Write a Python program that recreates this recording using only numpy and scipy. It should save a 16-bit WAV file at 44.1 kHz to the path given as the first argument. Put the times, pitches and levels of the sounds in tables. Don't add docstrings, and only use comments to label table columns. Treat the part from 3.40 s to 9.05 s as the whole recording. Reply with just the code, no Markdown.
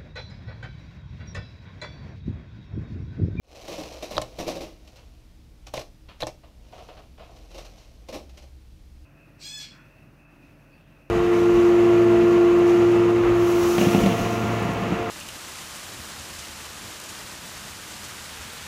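import sys
import numpy as np
from scipy import signal
from scipy.fft import rfft, irfft, next_fast_len
from scipy.io import wavfile
from scipy.ndimage import map_coordinates

SR = 44100
rng = np.random.default_rng(int(sys.argv[2]) if len(sys.argv) > 2 else 0)


def waveform_to_disk(signal):
    frames = np.transpose(np.atleast_2d(signal))
    scaled = np.clip(frames, -1, 1) * 32767
    samples = np.round(scaled).astype(np.int16)
    wavfile.write(sys.argv[1], SR, samples)


N = 249165

# freq_hz, level_db
RUMBLE_SPECTRUM = [(12, -37), (20, -9.5), (65, -2.5), (79, -12), (97, -17), (123, -10), (140, -23),
                   (177, -15.5), (205, -24.5), (244, -17.5), (268, -28.5), (315, -17), (335, -27.5),
                   (900, -38), (1170, -78), (1980, -120)]
# freq_hz, level_db
HISS_SPECTRUM = [(500, -20), (900, 2), (1600, -0.5), (2400, 1), (5000, -1), (8000, -8), (13800, -10.5),
                 (15500, -14.5)]
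# freq_hz, t60_s
ROOM_DECAY = [(150, 0.52), (600, 0.28), (3000, 0.24), (12000, 0.3)]
# start_s, hold_s, level_db
STROKES = [(0.139, 0.14, -50.5), (.3, 0.27, -49), (.56, 0.12, -51.5), (1.002, 0.13, -55), (1.45, 0.16, -65),
           (3.352, 0.093, -59.5), (3.9, .2, -63.5), (4.15, 0.19, -62), (4.48, .5, -69)]
# start_s, level_db, hollow_over_crackle_db
SMACKS = [(1.582, -56.5, -15), (2.686, -47, -16.5), (3.034, -57, 5), (3.325, -52, 5.5), (3.38, -50, 6.5),
          (3.486, -48.5, 4), (3.569, -49.5, 0.5), (3.778, -54.5, 2), (3.794, -50, 5), (3.832, -56, -2),
          (3.891, -66.5, 15.5)]
# freq_hz, level_db
SUCTION_SPECTRUM = [(600, 5), (1300, 4), (1700, -1.5), (2300, 0.5), (2750, 4), (3300, 0), (4300, -4),
                    (5500, -13), (8700, -30), (15000, -35)]
# freq_hz, level_db
CAVITY_SPECTRUM = [(150, -25), (300, -18.5), (420, -6.5), (530, -4.5), (640, 1), (750, -0.5), (830, -11),
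                   (1100, -11.5), (1600, -29), (3500, -49)]
# start_s, crack_db, crack_hz, width_octaves, knock_db
FOIL_SNAPS = [(.768, -24.5, 3840, .17, -29), (0.78, -21, 4000, 0.59, -20.5), (.816, -33.5, 6700, 0.41, -27),
              (2.3388, -37.5, 6000, 1.5, -27.5), (2.377, -30.5, 2600, 0.59, -28),
              (2.821, -23.5, 3840, 0.11, -36), (2.827, -34.5, 1900, 0.6, -25.5),
              (2.833, -27, 3660, .26, -26.5), (2.869, -33.5, 6300, 0.59, -28.5)]
# pitch_hz, level_db, t60_s
TIN_MODES = [(58, -10, 0.099), (123.4, -7.5, 0.125), (313.4, -5, 0.072), (523, -10, 0.11),
             (577, -4.5, 0.077), (615.5, -0.5, 0.1), (743, -5.5, 0.068), (846, -13.5, 0.1),
             (1055, -6, 0.061), (1820, -12.5, 0.03)]
# start_s, level_db, weight (0 = fleck, 1 = heavy lump), t60_s
SPLATS = [(.167, -58, 0.64, .1), (.278, -42.5, 0.84, 0.46), (.315, -43.5, 0.44, 0.47),
          (.379, -44.5, 0.96, 0.3), (.432, -43.5, 0.39, .035), (.624, -38.5, 0.66, 0.22),
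          (.707, -42, .8, 0.61), (.75, -45, 0.95, .08), (.8155, -35, 0.077, 0.035), (.985, -38, 0.92, 0.17),
          (.998, -39.5, 0.84, 0.25), (1.066, -42, 0.96, .15), (1.076, -34.5, 0.81, 0.25),
          (1.152, -43, 0.91, 0.24), (1.204, -42, .8, 0.32), (1.474, -52.5, 0, .12), (1.558, -52.5, 0, 0.14),
          (2.267, -44.5, 0.34, 0.085), (2.337, -38, 0.5, 0.11), (2.354, -42, 0.19, .1),
          (2.367, -38.5, 0.43, .09), (2.39, -39.5, 0.51, 0.1), (2.41, -45, 0.58, .05),
          (2.803, -38.5, 0.31, 0.14), (2.868, -39.5, 0.59, 0.1), (3.96, -56.5, 0.16, 0.19),
          (4.105, -55, 0.46, 0.35), (4.144, -49, 0.72, 0.29), (4.179, -44.5, 0.44, 0.21),
          (4.248, -48.5, 0, 0.12), (4.374, -57, 0, 0.65), (4.685, -44.5, 0.73, 0.16),
          (4.725, -43, 0.79, 0.21), (4.74, -41.5, 0.89, 0.2), (4.891, -56.5, 0, 0.12),
          (4.972, -49, 0.081, .13), (5.021, -56, 0.44, .2)]
# freq_hz, level_db
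THUD_SPECTRUM = [(50, -9.5), (130, -15.5), (180, -3.5), (220, -4.5), (260, -7.5), (340, -4.5), (520, -18.5),
                 (1500, -55)]
# freq_hz, level_db
PLOP_SPECTRUM = [(120, -40), (300, -3.5), (410, -4.5), (500, 1.5), (600, 2), (760, -3), (900, -11),
                 (1150, -11.5), (1550, -33.5), (3500, -38)]
# freq_hz, level_db
SPRAY_SPECTRUM = [(500, -9), (1200, -3), (1650, -6), (2500, 1.5), (3000, 1.5), (3400, -3), (4100, 1),
                  (4700, -3), (5900, -1), (7000, -9), (8800, -16), (13700, -18), (15500, -36)]


def amp(db):
    return 10 ** (np.asarray(db) / 20)


def curve_at(points, hz):
    freqs, values = np.transpose(points)
    return np.interp(np.log(hz + 1), np.log(freqs + 1), values)


def wobble(rate_hz):
    knots = rng.standard_normal(int(N * rate_hz / SR) + 4)
    return map_coordinates(knots, [np.arange(N) * rate_hz / SR])


def colour(x, spectrum):
    size = 4096
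    gain = amp(curve_at(spectrum, np.fft.rfftfreq(size, 1 / SR)))
    cepstrum = irfft(np.log(gain))
    cepstrum[1:size // 2] *= 2
    cepstrum[size // 2 + 1:] = 0
    response = irfft(np.exp(rfft(cepstrum)))
    return signal.fftconvolve(x, response / np.linalg.norm(response))[:len(x)]


def add(track, start_s, sound):
    part = track[max(round(start_s * SR), 0):][:len(sound)]
    part += sound[:len(part)]


def shaped(grain, envelope):
    return grain * envelope * np.linalg.norm(envelope) / np.linalg.norm(grain * envelope)


def droplets(size, per_s, spread_db):
    lands = rng.random(size) < per_s / SR
    clicks = lands * rng.choice([-1, 1], size)
    clicks = clicks * amp(spread_db * np.clip(rng.standard_normal(size), -2, 2))
    return clicks / np.sqrt(np.mean(clicks ** 2) + 1e-20)


def wet_bursts(events, spectrum, drops_per_s, rise_s, hold_s):
    out = np.zeros(N)
    t = np.arange(-SR // 32, SR // 3) / SR
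    forerunners = amp(-17 - 60 * np.abs(t) / 0.051)
    for start_s, level_db, t60_s, shift_octaves in events:
        attack = 1 - np.exp(-np.maximum(t, 0) / rise_s)
        decay = amp(-60 * np.maximum(t - hold_s, 0) / t60_s)
        envelope = np.maximum(forerunners, attack * decay)
        patter = shaped(droplets(len(t), drops_per_s, spread_db=3), envelope)
        pitched = [(hz * 2 ** shift_octaves, db) for hz, db in spectrum]
        add(out, start_s + t[0], amp(level_db) * colour(patter, pitched))
    return out


def room(x, wet_db):
    hz, t, noise = signal.stft(rng.standard_normal(SR // 2), SR, nperseg=256)
    decay = amp(-60 * t / curve_at(ROOM_DECAY, hz)[:, None])
    tail = signal.istft(noise * decay, SR, nperseg=256)[1]
    tail = np.pad(tail / np.linalg.norm(tail), (round(0.003 * SR), 0))
    return x + amp(wet_db) * signal.fftconvolve(x, tail)[:N]


def hum(pitch_hz, drift_hz):
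    return np.sqrt(2) * np.sin(2 * np.pi * np.cumsum(pitch_hz + drift_hz * wobble(22)) / SR)


def room_tone(swell_peak_s=4.19, drone_start_s=4.6):
    t = np.arange(N) / SR
    rumble = amp(-50) * colour(rng.standard_normal(N), RUMBLE_SPECTRUM)
    hiss = amp(-66) * colour(rng.standard_normal(N), HISS_SPECTRUM)
    drone = amp(-50) * np.clip((t - drone_start_s) / 0.22, 0, 1) * hum(66.2, drift_hz=2.67)
    swell = amp(-44.5) / (1 + ((t - swell_peak_s) / 0.16) ** 2) * hum(42, drift_hz=2.75)
    return rumble + hiss + drone + swell


def pressure_db(rise_db_per_s=84, fall_db_per_s=53):
    t = np.arange(N) / SR
    strokes = [level_db - rise_db_per_s * np.maximum(start_s - t, 0)
               - fall_db_per_s * np.maximum(t - start_s - hold_s, 0)
               for start_s, hold_s, level_db in STROKES]
    return np.max(strokes, axis=0)


def smear():
    flow = amp(pressure_db() + 1.3 * wobble(60))
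    squelch = flow * droplets(N, per_s=1500, spread_db=3)
    crackle = flow * droplets(N, per_s=2000, spread_db=5)
    return amp(3) * colour(squelch, PLOP_SPECTRUM) + colour(crackle, SPRAY_SPECTRUM)


def smacks(rise_s=0.00059, hold_s=0.004, t60_s=0.28):
    hollows = [(start_s, db + hollow_db, t60_s, 0) for start_s, db, hollow_db in SMACKS]
    crackles = [(start_s, db, t60_s, 0) for start_s, db, _ in SMACKS]
    return (wet_bursts(hollows, CAVITY_SPECTRUM, drops_per_s=1200, rise_s=rise_s, hold_s=hold_s)
            + wet_bursts(crackles, SUCTION_SPECTRUM, drops_per_s=2200, rise_s=rise_s, hold_s=hold_s))


def foil_crack(t, pitch_hz, width_octaves, t60_s, hold_s=0.001, rise_s=0.00011):
    hz = np.fft.rfftfreq(len(t), 1 / SR) + 1
    band = np.exp(-(np.log2(hz / pitch_hz) / width_octaves) ** 2)
    skirt = amp(-25) / (1 + (hz / (2 * pitch_hz)) ** 2)
    crinkle = irfft(rfft(rng.standard_normal(len(t))) * (band + skirt), len(t))
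    crease = amp(-60 * np.maximum(t - hold_s, 0) / t60_s) * (1 - np.exp(-t / rise_s))
    return shaped(crinkle, crease)


def tin_knock(t, scatter_db=1.5, rise_s=0.00076):
    modes = sum(amp(db + scatter_db * rng.standard_normal() - 60 * t / t60_s)
                * np.sin(2 * np.pi * hz * t) for hz, db, t60_s in TIN_MODES)
    return modes * (1 - np.exp(-t / rise_s))


def buckling_tins(hardest_pop_hz=1094, hardest_pop_db=-17):
    out = np.zeros(N)
    t = np.arange(SR // 5) / SR
    hardest_db = max(knock_db for *_, knock_db in FOIL_SNAPS)
    for start_s, crack_db, crack_hz, width_octaves, knock_db in FOIL_SNAPS:
        force_db = knock_db - hardest_db
        pop_hz = max(hardest_pop_hz + 53 * force_db, hardest_pop_hz / 2)
        pop_db = hardest_pop_db + 1.6 * force_db
        pop = amp(pop_db) * foil_crack(t, pop_hz, width_octaves=0.3, t60_s=0.013)
        knock = amp(knock_db) * tin_knock(t)
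        crack = amp(crack_db) * foil_crack(t, crack_hz, width_octaves, t60_s=0.0099)
        add(out, start_s, crack + pop + knock)
    return out


def splat_layer(spectrum, gain_db, shift_octaves, drops_per_s):
    start_s, level_db, weight, t60_s = np.transpose(SPLATS)
    layer_db = level_db + np.interp(weight, (0, 1), gain_db)
    events = zip(start_s, layer_db, t60_s, np.interp(weight, (0, 1), shift_octaves))
    return wet_bursts(events, spectrum, drops_per_s, rise_s=0.0012, hold_s=0.0058)


def splats():
    body_octaves = (0.17, -0.12)
    thud = splat_layer(THUD_SPECTRUM, gain_db=(-34.5, 7.5), shift_octaves=body_octaves, drops_per_s=3000)
    plop = splat_layer(PLOP_SPECTRUM, gain_db=(-5.5, 9), shift_octaves=body_octaves, drops_per_s=3500)
    spray = splat_layer(SPRAY_SPECTRUM, gain_db=(0, 0), shift_octaves=(0.02, -0.055), drops_per_s=4500)
    return thud + plop + spray


def scene():
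    cream = room(splats(), wet_db=-8.5) + room(smacks() + smear(), wet_db=-8.5)
    tins = room(buckling_tins(), wet_db=-18)
    return (cream + tins + room_tone())[None]


def record(dry, fade_s=0.26, top_hz=15650):
    fade_in = np.clip(np.arange(N) / SR / fade_s, 0.03, 1)
    size = next_fast_len(N + SR // 2)
    passband = np.fft.rfftfreq(size, 1 / SR) < top_hz
    return irfft(rfft(dry * fade_in, size) * passband, size)[:, :N]


dry = scene()
out = record(dry)
waveform_to_disk(out)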